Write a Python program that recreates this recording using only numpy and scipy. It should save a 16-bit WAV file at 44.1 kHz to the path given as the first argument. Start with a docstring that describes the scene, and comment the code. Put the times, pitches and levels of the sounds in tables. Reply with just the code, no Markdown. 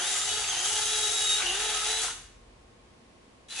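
"""Geared servos are already whining and rattling on a workbench, swivelling a printed plastic nozzle.
The place is a small room in stereo: motor hum and pinion whine sound dry, the rattle carries more room.
Gear lines follow the shaft's turns; tooth strikes and sliding noise ring through the plastic shell.
The drive sags twice under load with a few knocks, stops, leaves a faint room hum, and starts again."""
import sys
import numpy as np
from scipy import signal
from scipy.fft import rfft, irfft
from scipy.io import wavfile
from scipy.ndimage import uniform_filter1d, map_coordinates

SR = 44100
rng = np.random.default_rng(int(sys.argv[2]) if len(sys.argv) > 2 else 0)


def bounce(signal):
    """Save signal as a 16-bit WAV file at the path given by the first command-line argument."""
    frames = np.transpose(np.atleast_2d(signal))
    limited = np.clip(frames, -1, 1)
    pcm = np.round(limited * 32767).astype(np.int16)
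    wavfile.write(sys.argv[1], SR, pcm)


N = 158760  # samples, 3.6 s
TEETH = 9  # on each servo's pinion
SIDES = np.array([[1], [-1]])  # left, right


def amp(db):
    """Decibels to gain."""
    return 10 ** (np.asarray(db) / 20)


def unit(x):
    """Scales to rms 1."""
    return x / np.sqrt(np.mean(x ** 2) + 1e-20)


def read(points, hz):
    """Reads a spectrum on a log-frequency axis."""
    f, value = np.transpose(points)
    return np.interp(np.log(hz + 1), np.log(f + 1), value)


def curves(rows):
    """Each column of a timed table, at every sample."""
    s, *columns = np.transpose(rows)
    return [np.interp(np.arange(N) / SR, s, c) for c in columns]


def bins():
    """Frequencies of a whole-length spectrum."""
    return np.fft.rfftfreq(N, 1 / SR)


def colour(x, gain):
    """Filters by a gain per frequency."""
    return irfft(rfft(x) * gain, N)


def band(lo_hz, hi_hz):
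    """Gain of a steep band-pass."""
    f = bins() + 1e-3
    return 1 / np.sqrt((1 + (lo_hz / f) ** 16) * (1 + (f / hi_hz) ** 16))


def drift(rate_hz):
    """Random wander of rms 1, low-passed around rate_hz."""
    step = 64  # samples between points of the wander
    size = N // step + 2
    f = np.fft.rfftfreq(size, step / SR)
    slow = irfft(rfft(rng.standard_normal(size)) / (1 + (f / rate_hz) ** 2), size)
    return np.interp(np.arange(N) / step, np.arange(size), unit(slow))


def running():
    """Drive of the servos: a short linear start, then an exponential coast after each stop."""
    # Each row: start in seconds, stop in seconds.
    moves = [(-.1, 2.105), (3.482, 3.7)]
    start_s, coast_s = 0.0054, 0.022
    t, drive = np.arange(N) / SR, np.zeros(N)
    for start, stop in moves:
        drive += np.clip((t - start) / start_s, 0, 1) * np.exp(-np.maximum(t - stop, 0) / coast_s)
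    return drive


def partial(turns, db, rough, spread):
    """One spectral line, fluttering in level and phase, its phase drifting oppositely at each side."""
    swell = unit(1 + rough * drift(rate_hz=100))
    angle = 2 * np.pi * turns + rough * drift(rate_hz=16)
    return np.sqrt(2) * amp(db) * swell * np.cos(angle + spread * drift(rate_hz=7.2) * SIDES)


def whine(speed, turns):
    """Shaft hum and overtones, a second gear's mesh, and the pinion's tooth rate with its octave."""
    # Each row: time in seconds, level in dB before the room; for shaft hum, pinion whine, its octave.
    hum_levels = [(0, -50.5), (.2, -55), (.38, -44), (.47, -64), (.6, -52.5), (.85, -47.5), (1.05, -43.5),
                  (1.15, -48), (1.38, -49), (1.52, -45.5), (1.75, -44.5), (1.81, -53.5), (1.9, -45.5),
                  (2.09, -56.5), (3.48, -87), (3.6, -72)]
    whine_levels = [(0, -38), (.06, -37), (.19, -43.5), (.27, -43), (.35, -36), (.45, -56), (.65, -52),
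                    (.76, -46), (.85, -40), (.95, -35.5), (1.015, -40), (1.035, -30), (1.1, -36),
                    (1.23, -32.5), (1.335, -25.5), (1.36, -31), (1.405, -31), (1.43, -54), (1.54, -42),
                    (1.6, -41.5), (1.85, -42.5), (1.94, -34), (2.01, -41.5), (2.07, -50), (3.48, -60),
                    (3.525, -40), (3.55, -66), (3.6, -44)]
    octave_levels = [(0, -58), (.12, -38.5), (.2, -34.5), (.3, -44), (.62, -50), (.69, -37), (.8, -51),
                     (1, -50), (1.15, -39), (1.37, -37), (1.43, -53), (1.58, -45), (1.68, -46), (1.82, -45),
                     (1.95, -44), (2.07, -47), (3.48, -80), (3.6, -65)]
    # Each row: multiple of the shaft speed, level in dB over the evened hum.
    orders = [(2, -4), (3, -3), (4, -3.5), (5, -13), (6, -14), (7, -21), (8, -1), (11, -11), (14, -6),
              (16, -6)]
    # Each row: multiple of the second gear's tooth rate, level in dB over the evened hum.
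    second_orders = [(1, -15.5), (2, -2.5), (3, -6.5), (4, -22.5)]
    second_mesh = 1.605  # second gear's tooth rate over the shaft speed
    slope_db = 17  # per octave: overtones fade as the shaft slows

    hum_db, = curves(hum_levels)
    whine_db, = curves(whine_levels)
    octave_db, = curves(octave_levels)
    first_run = slice(2 * SR)
    # half the hum's swings in dB, tilted by speed
    even_db = (hum_db + np.median(hum_db[first_run])) / 2
    even_db = even_db + slope_db * np.log2(speed / np.median(speed[first_run]))

    out = partial(turns, hum_db, rough=0.32, spread=0.08)
    for k, db in orders:
        out += partial(round(k) * turns, even_db + db, rough=0.52, spread=0.33)
    for k, db in second_orders:
        out += partial(round(k) * second_mesh * turns, even_db + db, rough=0.51, spread=0.12)
    out += partial(TEETH * turns, whine_db, rough=0.13, spread=0.36)
    return out + partial(2 * TEETH * turns, octave_db, rough=0.2, spread=0.62)


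def partner():
    """The second servo hunts around its speed, so its whine and the octave warble."""
    # Each row: time in seconds, mean shaft speed in Hz, level of the whine in dB before the room.
    second_servo = [(0, 365, -45), (.42, 350, -51), (.5, 355, -38), (.62, 350, -38), (.75, 358, -38),
                    (.9, 365, -40), (1.05, 362, -46), (1.4, 355, -47), (1.46, 335, -39), (1.6, 345, -50),
                    (2.08, 345, -48), (3.48, 350, -71), (3.6, 350, -64)]
    hunt_hz, hunt_share = 31, 0.04  # rate of the swing, and its size as a share of the speed
    octave_db = -1.5  # re the whine
    speed, db = curves(second_servo)
    swing = np.sin(2 * np.pi * hunt_hz * np.arange(N) / SR + 2 * drift(rate_hz=5.4))
    swing = swing + 0.6 * drift(rate_hz=37)
    mesh = TEETH * np.cumsum(speed * (1 + hunt_share * swing)) / SR
    tone = partial(mesh, db, rough=0.39, spread=0.5)
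    return tone + partial(2 * mesh, db + octave_db, rough=0.8, spread=0.54)


def rattle(turns):
    """Teeth strike and slide, worn faces repeat with each turn of the gear, and the shell rings with it."""
    # Each row: time in seconds, then level of the middle, presence and treble in dB before their trims.
    levels = [(0, -35.5, -41, -33), (.1, -41.5, -36, -31.5), (.2, -40.5, -38.5, -30.5),
              (.32, -40, -35.5, -31.5), (.45, -39.5, -39.5, -33.5), (.53, -40.5, -35, -34),
              (.58, -37.5, -37.5, -31.5), (.72, -39, -38.5, -29), (.87, -41, -35, -29.5),
              (1.13, -40.5, -37.5, -30), (1.35, -43, -34.5, -30), (1.42, -34.5, -34, -34),
              (1.47, -40.5, -36.5, -35), (1.62, -39, -34, -32.5), (2, -40.5, -36, -32.5),
              (2.05, -35.5, -43, -29.5), (2.08, -43.5, -39.5, -38.5)]
    levels_again = [(3.49, -66, -49, -49.5), (3.526, -48, -40.5, -41.5), (3.552, -52, -40, -40.5),
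                    (3.595, -41, -36.5, -33)]
    # Plastic shell. Each row: frequency in Hz, relative response in dB.
    shell_curve = [(120, -53), (200, -24), (289, -23.5), (418, -7.5), (511, -11), (636, -14), (703, -4),
                   (818, -5.5), (1020, -8.5), (1140, -8.5), (1260, -5), (1520, -3.5), (2060, -8.5),
                   (2240, -11), (2880, -2), (3130, -4.5), (3760, -0.5), (4090, -4.5), (5090, -8),
                   (6430, -3), (8550, -7), (10500, -3.5), (11000, -10), (14300, -49), (22000, -120)]
    # Narrow rings of the shell. Each row: frequency in Hz, width in Hz, lift in dB.
    rings = [(735, 110, 5), (841.8, 17, 12.5), (1257, 19, 5), (1780, 33, 0.5), (2540, 83, 2.5),
             (2800, 65, 5), (2960, 98, 1.5), (3210, 99, 0.5), (3350, 64, 1.5), (4680, 120, 2),
             (6240, 180, 4), (6750, 91, 3), (7280, 89, 0.5), (9900, 190, -0.5), (8000, 390, 0.5)]
    scatter_db, patchy_db, ripple_db = 1.0, 1.5, 1.5  # strike levels, force wander, fine shell response
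    slide, worn, apart = 1.0, 0.61, 0.98  # gains: sliding noise, worn faces, left-right difference
    profile_turns = 4.98  # shaft turns to one turn of the next gear

    strikes = np.diff(np.floor(TEETH * turns), prepend=0)  # one click per tooth
    strikes = strikes * amp(scatter_db * (2 * rng.random(N) - 1)) * rng.choice([-1., 1.], N)
    size = 300  # points around a worn face
    place = turns / profile_turns % 1 * size
    profiles = rng.standard_normal((2, size))
    faces = [map_coordinates(p, [place], order=3, mode="grid-wrap") for p in profiles]

    force = unit(strikes) + slide * rng.standard_normal(N) + worn * faces[0]
    force = force + apart * (rng.standard_normal(N) + worn * faces[1]) * SIDES
    throb = 1 + 0.11 * np.cos(2 * np.pi * turns)  # once per shaft turn
    force = force * throb * amp(patchy_db * drift(rate_hz=79))

    f = bins()
    small_modes = ripple_db * unit(uniform_filter1d(rng.standard_normal(len(f)), size=160))
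    lift = sum(db / (1 + (2 * (f - hz) / width) ** 2) for hz, width, db in rings)
    shell = amp(read(shell_curve, f) + small_modes + lift)

    middle, presence, treble = curves(list(levels) + list(levels_again))
    parts = [
        (band(160, 2430), middle - 1),
        (band(1890, 4300), presence - 2),
        (band(4520, 15100), treble - 1),
    ]
    return sum(unit(colour(force, shell * gain)) * amp(db) for gain, db in parts)


def background():
    """Room air as coloured noise, faint wavering hums, a deep drone that swells, and low rumble."""
    # Each row: frequency in Hz, relative level of the air in dB per Hz.
    air_curve = [(15, -36), (25, -24), (48, -11), (85, -18.5), (118, -13.5), (156, -10.5), (229, -3.5),
                 (296, -8), (480, -10), (603, -9.5), (1060, -14), (1360, -17.5), (2580, -19),
                 (10200, -30.5), (11000, -36), (14300, -77), (22000, -120)]
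    # Each row: frequency in Hz, left-right correlation of the air.
    likeness = [(60, 0.75), (220, 0.81), (830, -0.1), (3090, -0.069), (11500, 0.12)]
    # Each row: hum frequency in Hz, level in dB.
    hum_lines = [(60, -68.5), (120, -72), (359, -73), (479, -71.5), (1080, -73.5)]
    # Each row: time in seconds, drone frequency in Hz, level in dB.
    drone_path = [(0.0, 40.5, -68), (0.07, 42, -93), (0.22, 44.56, -66), (1.54, 43.47, -54.5),
                  (2.5, 43.1, -60.5), (3.11, 43.7, -83), (3.6, 43.7, -85)]
    # Each row: time in seconds, rumble level in dB.
    rumble_levels = [(0, -60), (.45, -56.5), (1, -59.5), (2.1, -62), (2.6, -62.5), (3.6, -73)]
    air_db = -58
    t = np.arange(N) / SR
    a, b = rng.standard_normal((2, N))

    same = np.clip(read(likeness, bins()), -1, 1)
    right = colour(a, same) + colour(b, np.sqrt(1 - same ** 2))
    air = amp(air_db) * unit(colour(np.array([a, right]), amp(read(air_curve, bins()))))
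    hums = sum(partial(hz * t, db, rough=0.39, spread=0.25) for hz, db in hum_lines)
    drone_hz, drone_db = curves(drone_path)
    drone = np.sqrt(2) * amp(drone_db) * np.sin(2 * np.pi * np.cumsum(drone_hz) / SR)
    rumble_db, = curves(rumble_levels)
    rumble = amp(rumble_db) * unit(colour(rng.standard_normal(N), band(31, 120)))
    return air + hums + drone + rumble


def singing():
    """The shell sings in narrow rings that swell and die away, each a fluttering line."""
    # Rings the gears dwell on. Each row: start and length in seconds, frequency in Hz,
    # level in dB before the swell and the room.
    dwells = [(0.118, 0.2, 2040, -45.5), (0.127, .13, 1270, -43.5), (0.238, 0.16, 2965, -40.5),
              (0.296, .2, 4580, -47.5), (0.465, 0.064, 6310, -36), (0.657, .13, 2930, -36),
              (0.686, .14, 855.6, -41), (1.198, 0.34, 2920, -42.5), (1.41, 0.14, 772, -44.5),
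              (1.432, 0.16, 2810, -36), (1.683, 0.18, 1284, -42), (1.86, 0.16, 6170, -42.5),
              (3.549, 0.13, 2600, -40.5), (3.569, 0.053, 751, -44)]
    edge_s = 0.031  # linear rise and fall
    t, out = np.arange(N) / SR, np.zeros((2, N))
    for s, length, hz, db in dwells:
        swell = np.clip(np.minimum(t - s, s + length - t) / edge_s, 0, 1)
        out += swell * partial(hz * t, db, rough=0.58, spread=0.31)
    return out


def knocks():
    """Slack in the gears is taken up with a short chatter: decaying bursts of narrow-band noise."""
    # Backlash knocks as the load changes, and one faint tick at rest.
    # Each row: start in seconds, level in dB before the envelope and the room, centre in Hz.
    backlash = [(0.442, -28.5, 2430), (0.531, -30, 900), (.536, -37, 3200), (1.404, -28, 1270),
                (1.421, -22, 2370), (1.465, -29, 3000), (2.005, -26, 3580), (2.042, -39, 6160),
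                (2.082, -29, 1200), (3.098, -62.5, 2300), (3.529, -40, 1750), (3.592, -30, 2650)]
    decay_s, half_width_octaves = 0.0056, 0.19
    t, out = np.arange(N) / SR, np.zeros(N)
    for s, db, hz in backlash:
        age = np.maximum(t - s, 0) / decay_s
        octaves = np.log2((bins() + 1) / hz)
        ring = unit(colour(rng.standard_normal(N), 1 / (1 + (octaves / half_width_octaves) ** 2)))
        out += amp(db) * ring * np.minimum(age * 6, 1) * np.exp(-age)
    return out


def room(x, wet_db):
    """Sparse reflections, each band dying at its own speed; the servos were already running."""
    # Each row: frequency in Hz, time to fall by 60 dB in seconds.
    decay = [(250, 0.15), (700, 0.38), (1700, 0.59), (4600, 0.54), (11000, 0.47)]
    gap_s, taps_per_s = 0.005, 4000  # silence before the first reflection, mean density
    hits = rng.choice([-1., 1.], (2, SR)) * (rng.random((2, SR)) < taps_per_s / SR)
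    taps = hits * (np.arange(SR) / SR > gap_s)
    hz, t, z = signal.stft(taps, SR, nperseg=256)
    tail = signal.istft(z * amp(-60 * t / read(decay, hz)[:, None]), SR, nperseg=256)[1]
    # the opening, mirrored ahead of time zero, fills the room before the start
    lead = SR // 4
    earlier = np.pad(x, ((0, 0), (lead, 0)), "reflect")
    wet = signal.fftconvolve(earlier, tail / np.linalg.norm(tail[0]), axes=1)[:, lead:lead + N]
    return (x + amp(wet_db) * wet) / np.sqrt(1 + amp(wet_db) ** 2 / 2)


def scene():
    """One shaft speed drives the first servo's gears; its partner, the shell and the room join in."""
    # Motor shaft, sagging under load, then after the restart. Each row: time in seconds, speed in Hz.
    shaft = [(0.0, 339.9), (0.04, 380.1), (0.09, 432.5), (0.13, 403.9), (0.19, 402.0), (0.25, 410.1),
             (0.31, 422.1), (0.39, 427.5), (0.46, 418.1), (0.52, 373.5), (0.6, 334.4), (0.65, 402.6),
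             (0.7, 425.1), (0.8, 426.1), (0.93, 431.1), (1.05, 425.9), (1.2, 424.4), (1.31, 418.4),
             (1.405, 423.6), (1.45, 347.5), (1.52, 369.9), (1.58, 412.5), (1.65, 431.4), (1.79, 423.1),
             (1.85, 424.4), (1.9, 436.4), (1.99, 438.6), (2.06, 453.9), (2.09, 450.9)]
    shaft_again = [(3.484, 433.1), (3.52, 448.4), (3.6, 443.4)]
    # Each row: frequency in Hz, left minus right in dB.
    balance = [(200, 3), (400, .7), (800, 2), (2000, 1.9), (3800, 1.5), (6400, 1.5), (9000, 1), (11000, -1)]
    # Each row: frequency in Hz, gain of the stereo side signal in dB.
    stereo_width = [(300, -5), (1000, -7), (2500, -3), (5000, -0.5), (11000, -2.5)]
    speed, = curves(list(shaft) + list(shaft_again))
    turns = np.cumsum(speed * (1 + 0.0015 * drift(rate_hz=35))) / SR

    tones = room(running() * (whine(speed, turns) + partner()) + singing(), wet_db=-13)
    clatter = room(running() * rattle(turns) + knocks(), wet_db=-3)
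    both = tones + clatter
    side = colour(both[0] - both[1], amp(read(stereo_width, bins()))) / 2
    lean = amp(read(balance, bins()) * SIDES / 2)
    return colour(both.mean(0) + side * SIDES, lean) + background()


def record(dry):
    """The recorder's band limit: a steep low-pass on both microphone channels."""
    edge_hz = 11130
    taps = signal.firwin(601, edge_hz, window=("kaiser", 8), fs=SR)
    return signal.oaconvolve(dry, taps[None], "same", axes=1)


dry = scene()
out = record(dry)
bounce(out)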